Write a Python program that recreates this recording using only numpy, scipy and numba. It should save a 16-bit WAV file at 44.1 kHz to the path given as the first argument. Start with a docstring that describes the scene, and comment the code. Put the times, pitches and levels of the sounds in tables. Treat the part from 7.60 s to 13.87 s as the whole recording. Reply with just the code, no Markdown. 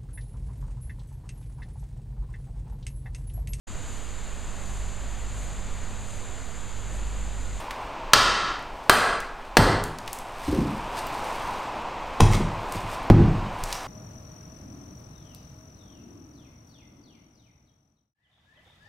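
"""Three sharp knocks ring out in a workshop: a wooden mallet drives a steel froe into a green log.
Each impact excites the modes of blade and plank floor, and a limiter flattens its peak. The mallet
bumps to rest on a stool; the levered log fractures with a crack, and its halves boom on the planks.
Sleeves rustle by friction and dry shavings tick, while distant traffic swells and fades."""
import sys
import numpy as np
from scipy import signal
from scipy.fft import rfft, irfft, next_fast_len
from scipy.io import wavfile
from scipy.ndimage import map_coordinates
from numba import njit

SR = 44100
rng = np.random.default_rng(int(sys.argv[2]) if len(sys.argv) > 2 else 0)


def wav_out(sig):
    """Save sig, one row per channel (or a flat mono array), as 16-bit PCM at SR to the path in sys.argv[1]."""
    wavfile.write(sys.argv[1], SR, np.round(np.clip(np.atleast_2d(sig).T, -1, 1) * 32767).astype(np.int16))


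N = 276507
AGE = np.arange(SR * 3 // 4) / SR  # time since an event began, t/s
BINS = np.fft.rfftfreq(len(AGE), 1 / SR)  # its frequency axis, f/Hz


# mallet blows: t/s, level/dB, blade depth (0-1), knock f/Hz, knock level/dB, bite level/dB,
# ring cut-off f/Hz
BLOW_EVENTS = [(0.5341, 25.5, 0.22, 1220, 11, -2, 9000), (1.2958, 15.5, 0, 1320, 9.5, -16, 2980),
               (1.9695, 12.5, 1, 600, 12, -12.5, 6930)]
def mallet_blows(floor_lag_s=0.0126):
    """Mechanical coupling: the deeper the blade sits, the less it rings and the more the floor thuds."""
    out = np.zeros(N)
    for s, db, depth, knock_hz, knock_db, bite_db, ring_hz in BLOW_EVENTS:
        strike = impact(depth, knock_hz, knock_db, bite_db)
        blade = amp(at_depth(depth, -12, -25.5)) * blade_ring(ring_hz)
        thud = amp(at_depth(depth, -23, -15)) * floor_boom(contact_hz=at_depth(depth ** 2, 32, 226))
        thud = np.pad(thud, (round(floor_lag_s * SR), 0))[:len(AGE)]  # the heavy floor answers late
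        add(out, s, amp(db) * room(strike + blade + thud, wet_db=-7.5))
    return out


# spectra of the mallet's crack and of the edge biting into fibres: f/Hz, level/dB
CRACK_SPECTRUM = [(120, -34), (210, -21), (300, -4), (420, 3.5), (750, 4.5), (1030, 4), (1400, 2),
                  (1850, 6), (2350, -18), (3000, -6.5), (4500, -15), (6500, -23.5), (8700, -8),
                  (10500, -20.5), (14000, -12.5), (16000, -31)]
BITE_SPECTRUM = [(800, -4), (2200, 1), (2900, 5), (3700, 3.5), (4450, 7.5), (5200, 2.5), (6500, -2.5),
                 (9000, -15), (11000, -22), (16000, -42)]
def impact(depth, knock_hz, knock_db, bite_db):
    """A brief force has a broad spectrum: crack, knock and bite add in power."""
    crack = amp(-1 + along(CRACK_SPECTRUM, BINS))
    width_hz = at_depth(depth, 220, 750)  # damping by the log broadens the knock
    knock = amp(knock_db) * resonance(knock_hz, width_hz) ** 2
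    bite = amp(bite_db + along(BITE_SPECTRUM, BINS))
    return burst(np.sqrt(crack ** 2 + knock ** 2 + bite ** 2), t60=0.026)


# modes of the steel blade: f/Hz, level/dB, T60/s
BLADE_MODES = [(1174, -2.5, 0.086), (1268, -10, 0.076), (1328, 2.5, 0.031), (1330, -35, 0.052),
               (1568, -5, 0.029), (1931, 2.5, 0.038), (3130, -10, 0.17), (4170, -0.5, 0.042),
               (4510, -4.5, 0.06), (4740, -6.5, 0.044), (5800, -53, 0.17)]
def blade_ring(cutoff_hz):
    """Free vibration: the struck blade rings in inharmonic modes, damped by the log."""
    return soften(ring(BLADE_MODES, scatter_db=2.5), cutoff_hz)


# modes of the plank floor with the log on it: f/Hz, level/dB, T60/s
FLOOR_MODES = [(40.4, -9.5, 0.4), (74.5, -9, 0.19), (104.4, 2, 0.14), (117, -3, 0.16), (150.4, -2.5, 0.16),
               (205, 0.5, 0.077), (259.5, -1.5, 0.058), (345.5, 1.5, 0.044), (465, -0.5, 0.035),
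               (610, -20.5, 0.025), (830, -7.5, 0.1), (1310, -3, 0.012)]
def floor_boom(contact_hz):
    """Modal response: the planks boom in the low modes that the contact can excite."""
    return soften(ring(FLOOR_MODES, scatter_db=0.5), contact_hz)


# fibres snapping: t/s, level/dB, T60/s
FIBRE_SNAPS = [(4.6051, -3.5, 0.014), (4.613, -37, 0.76), (4.714, -30, 0.26), (4.7336, -25.5, 0.037),
               (4.743, -24, 0.072)]
# spectrum of tearing wood: f/Hz, level/dB
FIBRE_SPECTRUM = [(250, -3), (800, 7), (1230, 11), (1500, -8), (1900, 5), (2700, 0), (4500, -2.5),
                  (6500, -4.5), (9000, -5.5), (10500, -12), (16000, -17)]
def splitting():
    """Fracture releases strain energy: one crack, then the last fibres tear in a spiky crackle."""
    out = np.zeros(N)
    for s, db, t60 in FIBRE_SNAPS:
        spikes = unit(amp(5.0 * wobble(770)[:len(AGE)]))
        add(out, s, amp(db) * fade(t60) * spikes * noise(FIBRE_SPECTRUM, len(AGE)))
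    return room(out, wet_db=-5.0)


# the log, its halves and a heavy step on the floor: t/s, level/dB, contact cut-off f/Hz, bounces
FLOOR_CONTACTS = [(4.602, -15, 850, 0), (4.614, -6, 172, 0), (4.747, -24.5, 600, 0), (4.802, -20, 483, 0),
                  (5.151, -29.5, 400, 0), (5.234, -30, 111, 0), (5.5005, 0.5, 480, 2), (6.019, -31, 99, 0)]
# spectrum of wood hitting wood: f/Hz, level/dB
CLACK_SPECTRUM = [(200, 2), (600, 17), (1300, 4.5), (2500, -6.5), (6000, -17.5), (16000, -39)]
def floor_knocks(joist_hz=30.1, soft_contact_hz=143.5):
    """Contact time sets the timbre: a harder landing clacks more and sways the joists less."""
    out = np.zeros(N)
    for *landing, bounces in FLOOR_CONTACTS:
        for s, db, contact_hz in bouncing(*landing, flight_s=0.093, loss_db=12, count=bounces):
            hardness = np.log2(contact_hz / soft_contact_hz)  # in octaves
            boom = floor_boom(contact_hz)
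            clack = amp(-25.5 + 9 * hardness) * burst(amp(along(CLACK_SPECTRUM, BINS)), t60=0.054)
            sway = amp(-5.5 - 9 * hardness) * np.sin(2 * np.pi * joist_hz * AGE) * fade(t60=1)
            add(out, s, amp(db) * (room(boom + clack, wet_db=-4.0) + sway))
    return out


# the mallet bumping onto the stool: t/s, level/dB, contact cut-off f/Hz
STOOL_BUMPS = [(2.879, -17, 230), (2.925, -17, 415), (2.982, -18, 300)]
# modes of the stool's frame: f/Hz, level/dB, T60/s
STOOL_MODES = [(55, -13, 0.36), (79, -16, 0.14), (113, -14.5, 0.177), (148, -5, 0.089), (210, -0.5, 0.1),
               (295, -1, 0.078), (379, -1, 0.06), (530, -2.5, 0.077)]
def mallet_laid_down():
    """Inelastic impacts: the head rocks to rest on the woven seat, exciting the frame's modes."""
    out = np.zeros(N)
    for bump in STOOL_BUMPS:
        for s, db, contact_hz in bouncing(*bump, flight_s=0.027, loss_db=11, count=1):
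            frame = soften(ring(STOOL_MODES, scatter_db=4.0), contact_hz)
            add(out, s, amp(db) * room(frame, wet_db=-0.5))
    return out


# sleeves and shoes brushing, and one sole scuffing the shavings: peak t/s, level/dB, half-width t/s
BRUSH_STROKES = [(0.005, -42.5, 0.04), (2.54, -43, 0.032), (2.88, -41, 0.09), (3.38, -34.5, 0.016),
                 (3.7, -43.5, 0.21), (5.16, -38.5, 0.026), (5.33, -36.5, 0.02), (6.14, -37.5, 0.08)]
SOLE_SCUFF = (6.16, -41.5, 0.031)
# spectra of the cloth and of the sole: f/Hz, level/dB
CLOTH_SPECTRUM = [(400, -21), (1500, 4.5), (5500, -1.5), (7000, -5.5), (9000, -1.5), (10200, -10.5),
                  (13000, -7), (16000, -14)]
SOLE_SPECTRUM = [(3000, -40), (4900, -24), (5650, 0), (6500, -16), (10000, -40)]
def rustle():
    """Friction noise: rubbing surfaces give a grainy hiss that swells with each movement."""
    fidgets = amp(-58 + 5 * wobble(4.78))  # faint stirring between strokes
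    strokes = swells(BRUSH_STROKES) + fidgets
    cloth = unit(noise(CLOTH_SPECTRUM, N) * amp(3 * wobble(300)))
    sole = unit(noise(SOLE_SPECTRUM, N) * amp(4.4 * wobble(120)))
    return amp(-4.5) * strokes * cloth + swells([SOLE_SCUFF]) * sole


# the louder chips ticking: t/s, level/dB, centre f/Hz
CHIP_TICKS = [(0.1078, -28, 1830), (1.6031, -29, 6400), (2.2393, -21, 8300), (2.386, -30.5, 5060),
              (2.4771, -28, 2750), (2.531, -19.5, 9200), (2.588, -28.5, 8450), (3.469, -25.5, 14000),
              (5.123, -25.5, 8200), (6.0377, -21, 6950), (6.127, -19.5, 4940)]
def shavings(relative_bandwidth=0.74, decay_cycles=67):
    """Constant-Q resonance: chips die away in equal numbers of cycles, so bigger ones ring longer."""
    out = np.zeros(N)
    crumbs = [(when * N / SR, -45 + 8 * (size - .5), 7960 * 2 ** (pitch - .5))  # faint, falling at random
              for when, size, pitch in rng.random(size=(12, 3))]
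    for s, db, centre_hz in CHIP_TICKS + crumbs:
        spectrum = resonance(centre_hz, relative_bandwidth * centre_hz)
        add(out, s, amp(db) * burst(spectrum, t60=decay_cycles / centre_hz))
    return out


# far cars passing: nearest t/s, level/dB, half-width t/s
CAR_PASSES = [(0.3, -38.5, 0.87), (3.7, -34.5, 0.67), (5.5, -36, 1)]
# spectra of tyre roar and outdoor rumble: f/Hz, level/dB
TYRE_SPECTRUM = [(100, -9), (160, -12), (240, -9), (450, -8.5), (720, -2.5), (1000, 0), (1300, -9),
                 (1850, -16), (2500, -14.5), (3600, -23), (6800, -32.5), (8700, -37.5), (10000, -50),
                 (16000, -45)]
RUMBLE_SPECTRUM = [(12, 5), (28, 11), (55, -6), (105, -14), (160, -17), (400, -48)]
def traffic(road_db=-51, rumble_db=-43):
    """Geometric spreading: tyre roar swells as each car nears, over a far road and a low rumble."""
    passes = amp(road_db) + swells(CAR_PASSES)
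    tyres = passes * amp(0.24 * wobble(16)) * noise(TYRE_SPECTRUM, N)
    rumble = amp(rumble_db + 2.1 * wobble(8.6)) * noise(RUMBLE_SPECTRUM, N)
    return tyres + rumble


# reverberation time of the workshop: f/Hz, T60/s
ROOM_DECAY = [(60, 0.61), (200, 0.77), (600, 0.56), (1400, 0.68), (4000, 0.57), (8000, 0.5), (15000, 0.26)]
def room(x, wet_db, build_s=0.00067):
    """Reverberation: a diffuse tail follows the direct sound and is absorbed first in the treble."""
    hz, t, spectra = signal.stft(rng.standard_normal(len(AGE)), SR, nperseg=256)
    decay = np.exp(-np.log(1000) * t / along(ROOM_DECAY, hz)[:, None])
    tail = signal.istft(spectra * decay, SR, nperseg=256)[1][:len(AGE)]
    tail *= 1 - np.exp(-AGE / build_s)
    return x + amp(wet_db) * signal.fftconvolve(x, tail / np.linalg.norm(tail))[:len(x)]


def ring(modes, scatter_db):
    """Modal superposition: damped sines, whose shares of the energy vary from strike to strike."""
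    return sum((-1) ** k * amp(db + scatter_db * rng.standard_normal())
               * fade(t60) * np.sin(2 * np.pi * hz * AGE)
               for k, (hz, db, t60) in enumerate(modes))


def burst(gain, t60):
    """A transient: decaying noise, its spectrum flattened and then shaped by the gain."""
    spectrum = rfft(rng.standard_normal(len(AGE)) * fade(t60))
    x = irfft(spectrum / np.abs(spectrum) * gain, len(AGE)) * fade(10 * t60)
    return x * np.linalg.norm(fade(t60)) / np.linalg.norm(x)


def resonance(centre_hz, width_hz):
    """Magnitude response of a damped oscillator."""
    return BINS * width_hz / np.hypot(centre_hz ** 2 - BINS ** 2, BINS * width_hz)


def soften(x, hz):
    """A long, soft contact acts as a low-pass filter."""
    return signal.sosfilt(signal.butter(2, min(hz, SR / 3), fs=SR, output="sos"), x)


def bouncing(s, db, contact_hz, flight_s, loss_db, count, softening=0.51):
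    """Restitution: a contact and its ever weaker, softer rebounds, as t/s, level/dB, cut-off f/Hz."""
    return [(s + k * flight_s, db - k * loss_db, contact_hz * softening ** k) for k in range(count + 1)]


def at_depth(depth, surface, buried):
    """Linear interpolation between the blade on the surface (0) and buried (1)."""
    return np.interp(depth, [0, 1], [surface, buried])


def swells(rows):
    """An envelope of Lorentzian peaks, one for each row."""
    t = np.arange(N) / SR
    return sum(amp(db) / (1 + ((t - s) / width) ** 2) for s, db, width in rows)


def noise(spectrum, size):
    """Coloured noise of rms 1."""
    m = next_fast_len(size)
    gain = amp(along(spectrum, np.fft.rfftfreq(m, 1 / SR)))
    return unit(irfft(rfft(rng.standard_normal(m)) * gain, m)[:size])


def wobble(rate):
    """Smooth random modulation, rate knots a second."""
    knots = rng.standard_normal(int(N * rate / SR) + 4)
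    return map_coordinates(knots, [np.arange(N) * rate / SR])


def fade(t60):
    """Exponential decay, 60 dB in t60 seconds."""
    return np.exp(-np.log(1000) * AGE / t60)


def along(points, hz):
    """Interpolation on a logarithmic frequency axis."""
    f, values = np.transpose(points)
    return np.interp(np.log(hz + 1), np.log(f), values)


def amp(db):
    """Level to amplitude ratio."""
    return 10 ** (np.asarray(db) / 20)


def unit(x):
    """Normalisation to rms 1."""
    return x / np.sqrt(np.mean(x ** 2) + 1e-20)


def add(track, s, sound):
    """Superpose a sound on the track at time s."""
    part = track[round(s * SR):][:len(sound)]
    part += sound[:len(part)]


@njit
def gain_reduction(excess_db, attack, release):
    """Attack and release: the cut in dB chases each overshoot, then recovers at a steady rate."""
    out, cut = np.zeros(len(excess_db)), 0.
    for i in range(len(excess_db)):
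        if excess_db[i] > cut:
            cut += (excess_db[i] - cut) * attack
        else:
            cut = max(cut - release, 0.)
        out[i] = cut
    return out


def scene():
    """Linear superposition: all sources sum at one point, alike in both channels."""
    mono = mallet_blows() + mallet_laid_down() + splitting() + floor_knocks()
    mono += room(rustle() + shavings(), wet_db=-6.5)
    mono += traffic()
    return np.array([mono, mono])


def record(dry, threshold_db=-4.5, attack_s=0.0016, release_db_per_s=58, ceiling=0.76, top_hz=15900):
    """Peak limiting: the first milliseconds clip, and the recovering gain holds up the room's tail."""
    excess_db = 20 * np.log10(np.abs(dry[0]) + 1e-9) - threshold_db
    x = dry * amp(-gain_reduction(excess_db, 1 / (attack_s * SR), release_db_per_s / SR))
    x = x / (1 + np.abs(x / ceiling) ** 6) ** (1 / 6)  # soft clipping
    x = signal.sosfilt(signal.butter(1, 13000, fs=SR, output="sos"), x)  # gentle treble roll-off
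    m = next_fast_len(N + SR // 2)
    passband = np.fft.rfftfreq(m, 1 / SR) < top_hz
    return irfft(rfft(x, m) * passband, m)[:, :N]


dry = scene()
out = record(dry)
wav_out(out)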